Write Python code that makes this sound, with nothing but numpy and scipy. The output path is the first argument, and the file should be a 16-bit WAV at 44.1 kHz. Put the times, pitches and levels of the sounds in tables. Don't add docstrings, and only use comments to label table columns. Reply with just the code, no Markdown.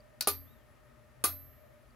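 import sys
import numpy as np
from scipy import signal
from scipy.fft import rfft, irfft
from scipy.io import wavfile

SR = 44100
rng = np.random.default_rng(int(sys.argv[2]) if len(sys.argv) > 2 else 0)


def transcribe(signal):
    frames = np.atleast_2d(signal).T
    limited = np.clip(frames, -1, 1)
    pcm = np.round(limited * 32767).astype(np.int16)
    wavfile.write(sys.argv[1], SR, pcm)


N = 85995

# (time [s], ring length [factor], knock level [dB], knock pitch [Hz])
BEATS = [(.2723, 0.99, -21, 600), (1.2396, 1.106, -22.5, 393)]
def escapement(t, hz):
    out = np.zeros((2, N))
    for pallet, (start, ring, knock_db, knock_hz) in enumerate(BEATS):
        knock = undb(knock_db) * np.sin(2 * np.pi * knock_hz * t) * fade(t, t60=.0073)
        attack = np.minimum(t / .00038, 1)
        impact = (rattle(t, hz, ring) + knock) * attack
        ringing = movement(t, pallet, ring) + wooden_case(t, pallet, ring) + undb(-41) * plates(t)
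        add(out, start, impact + ringing)
    return out


# (frequency [Hz], relative level [dB], t60 [s])
RATTLE_BANDS = [(100, -10.5, 0.13), (330, -1.5, .16), (900, -1, 0.18), (1907, -6.5, .21), (3230, -5, 0.15),
                (4260, -4.5, .19), (8000, -4.5, 0.11), (9700, 3, .145), (11300, -9.5, 0.22),
                (12100, -8, .16), (13200, -6, .17), (14600, -14, .15), (15000, -12, .14), (16500, -25, .1)]
def rattle(t, hz, ring):
    tail = undb(-26.5) * dense_ring(t / ring, hz, RATTLE_BANDS, side_db=-3.5)
    crack = undb(-25.5) * noise(undb(by_hz(hz, RATTLE_BANDS)), side_db=-3.5) * fade(t, t60=.036)
    return crack + tail


# (frequency [Hz], t60 [s], tick level [dB], tock level [dB])
MOVEMENT_MODES = [(406, .15, -30, -46), (460, .1, -35, -42), (790, .1, -35, -48), (1193, .125, -26, -28),
                  (1232, .14, -35, -33), (4020, .35, -58, -54), (4325, .1, -46, -32), (4670, .3, -46, -52),
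                  (6460, .12, -52, -41), (6930, .13, -46, -41), (7100, .11, -39, -46),
                  (8370, .22, -48, -46), (9256, .12, -33, -40), (9600, .11, -26, -35),
                  (9711, .095, -37, -24), (9830, .1, -33, -32), (9930, .1, -33, -29), (10020, .1, -28, -34),
                  (10096, .11, -25, -25), (10370, .17, -41, -40), (11330, .17, -43, -43),
                  (11500, .11, -32, -43), (13950, .08, -48, -37), (11600, .34, -64, -48),
                  (12025, .34, -64, -39), (12050, .42, -43, -64), (12245, .43, -34, -64),
                  (12261, .58, -64, -36), (12422, .39, -50, -43), (12785, .23, -28, -58),
                  (12902, .3, -54, -31), (14890, .14, -40, -43), (15710, .15, -47, -36)]
def movement(t, pallet, ring):
    return sum(undb(dbs[pallet]) * mode(t, f, t60 * ring) for f, t60, *dbs in MOVEMENT_MODES)


# (frequency [Hz], t60 [s], tick level [dB], tock level [dB])
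CASE_MODES = [(350, 0.026, -40.5, -27.5), (638, 0.036, -23, -34.5), (798, 0.03, -22.5, -38),
              (1130, 0.035, -26, -23.5)]
def wooden_case(t, pallet, ring):
    return sum(undb(dbs[pallet]) * mode(t, f, t60 * ring) for f, t60, *dbs in CASE_MODES)


# (frequency [Hz], t60 [s], relative level [dB])
PLATE_MODES = [(1471, 0.16, -0.5), (1963, 0.12, -15.5), (2480, 0.1, -3.5), (2595, .14, -8),
               (2887, 0.12, -13.5), (4303, .1, 3), (4802, .09, 0), (4723, .09, -2.5), (5400, 0.083, -6.5),
               (5930, 0.12, -2), (11150, .07, 1)]
def plates(t):
    return sum(undb(db) * mode(t, f, t60) for f, t60, db in PLATE_MODES)


# (time [s], level [dB])
RECOILS = [(.004, -50.5), (0.2849, -26), (1.2587, -23), (1.906, -57.5)]
def wheel_recoils(t):
    out = np.zeros((2, N))
    for start, db in RECOILS:
        add(out, start, undb(db) * mode(t, mode_hz=4660, t60=.015))
    return out


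# (time [s], level [dB])
CLICKS = [(.2085, -26.5), (0.223, -35), (0.2835, -29.5)]
# (frequency [Hz], relative level [dB], t60 [s])
CLICK_BANDS = [(200, -12, .15), (790, -13.5, 0.19), (1360, -9, .16), (3400, -12.5, 0.19), (4570, 5.5, 0.18),
               (5210, -6, 0.19), (8070, -6, 0.06), (10000, -4.5, .11), (10880, -11, .1), (12000, -2, 0.03),
               (13300, -2.5, 0.077), (14200, -17.5, .1), (14950, -3, .09), (16000, -19, .1),
               (16500, -26, .1)]
def latch_clicks(t, hz):
    out = np.zeros((2, N))
    snap_decay = fade(np.maximum(t - .0025, 0), t60=.018)
    for start, db in CLICKS:
        snap = noise(undb(by_hz(hz, CLICK_BANDS)), side_db=-4) * snap_decay
        tail = undb(-7) * dense_ring(t, hz, CLICK_BANDS, side_db=-4)
        click = snap + tail + undb(-17) * plates(t)
        add(out, start, undb(db) * panned(click, left_db=3))
    return out


# (time [s], pitch [Hz], level [dB])
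SQUEAK_ARCH = [(.45, 3100, -87), (0.491, 3650, -72), (0.529, 3870, -74), (.57, 3600, -81.5),
               (0.631, 3000, -77)]
def squeak(t, hz):
    times, pitch, db = np.array(SQUEAK_ARCH).T
    level = np.interp(t, times, undb(db), left=0, right=0)
    phase = 2 * np.pi * np.cumsum(np.interp(t, times, pitch)) / SR
    return level * np.sin(phase) * narrow_band(hz, centre=0, width=60)


# (frequency [Hz], t60 [s], level [dB], rise [s], phase between channels [rad])
ROOM_MODES = [(86, .68, -38.5, .03, 1.4), (229, .7, -56, .02, 1.9), (273, .7, -48, .02, 2.0)]
def room_boom(t, delay_s=.012):
    boom = sum(undb(db) * np.sin(2 * np.pi * f * t + SIDES * lag / 2) * swell(t, rise) * fade(t, t60)
               for f, t60, db, rise, lag in ROOM_MODES)
    out = np.zeros((2, N))
    for start, *_ in BEATS:
        add(out, start + delay_s, boom)
    return out


# (time [s], level [dB])
DRONE_LEVELS = [(0, -63), (.4, -70), (1.6, -66.5), (1.665, -60), (1.7, -61), (1.8, -65.5), (1.95, -69)]
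# (frequency [Hz], half-width [Hz], level [dB])
HUM_BANDS = [(125, 9.1, -67), (233, 14, -73.5), (1246, 60, -75), (1832, 39, -78), (11036, 15, -85.5)]
def hum(t, hz):
    drone_db = np.interp(t, *np.array(DRONE_LEVELS).T)
    drone = undb(drone_db) * narrow_band(hz, centre=603.7, width=23)
    return drone + sum(undb(db) * narrow_band(hz, f, width) for f, width, db in HUM_BANDS)


# (frequency [Hz], relative level [dB])
AIR_SPECTRUM = [(20, -24), (35, -14), (50, 5.5), (100, -1.5), (180, -11.5), (420, -11), (620, -14),
                (900, -15), (2000, -17), (3500, -27), (8000, -33), (14500, -32.5), (16000, -43)]
def room_air(hz):
    side_db = by_hz(hz, [(200, -.5), (900, -4.5)])
    return undb(-62) * noise(undb(by_hz(hz, AIR_SPECTRUM)), side_db)


SIDES = np.array([[1], [-1]])
def mode(t, mode_hz, t60, pan_db=2.5, rise_s=.0012):
    pan, lag, start = rng.uniform(-1.1, 1, 3)
    spread = SIDES * .69 * t60 * np.sign(lag)
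    phase = 2 * np.pi * (mode_hz * t + start) + spread
    return undb(SIDES * pan * pan_db) * np.sin(phase) * fade(t, t60) * swell(t, rise_s)


def dense_ring(t, hz, table, side_db, ridge_db=6, ridge_spacing_hz=69.22):
    heights = rng.uniform(-.76, 1, size=2048)
    ridges = ridge_db * np.interp(hz / ridge_spacing_hz, np.arange(len(heights)), heights)
    spectrum = rfft(noise(undb(by_hz(hz, table) + ridges), side_db))
    centres = np.log(np.array(table)[:, 0])
    return sum(irfft(spectrum * np.interp(np.log(hz + 1), centres, band), N) * fade(t, t60)
               for band, (_, _, t60) in zip(np.eye(len(table)), table))


def narrow_band(hz, centre, width):
    return noise(1 / (1 + ((hz - centre) / width) ** 2), side_db=-5.5)


def noise(gain, side_db):
    mid, side = gain * np.exp(2j * np.pi * rng.random((2, len(gain))))
    stereo = irfft(mid + SIDES * side * undb(side_db), N)
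    return stereo / np.sqrt(np.mean(stereo ** 2))


def by_hz(hz, table):
    table = np.array(table)
    return np.interp(np.log(hz + 1), np.log(table[:, 0]), table[:, 1])


def undb(db):
    return 10 ** (np.asarray(db) / 20)


def swell(t, rise_s):
    return 1 - np.exp(-t / rise_s)


def fade(t, t60):
    return np.exp(-np.log(1000) * t / t60)


def panned(x, left_db):
    return x * undb(SIDES * left_db / 2)


def add(out, start, sound):
    i = int(start * SR)
    out[:, i:] += sound[:, :N - i]


def scene():
    t, hz = np.arange(N) / SR, np.fft.rfftfreq(N, 1 / SR)
    room = panned(room_air(hz) + hum(t, hz) + room_boom(t), left_db=3.07)
    return room + squeak(t, hz) + escapement(t, hz) + wheel_recoils(t) + latch_clicks(t, hz)


def record(dry, top_hz=16800):
    return signal.sosfilt(signal.ellip(8, .2, 70, top_hz, fs=SR, output="sos"), dry)


dry = scene()
out = record(dry)
transcribe(out)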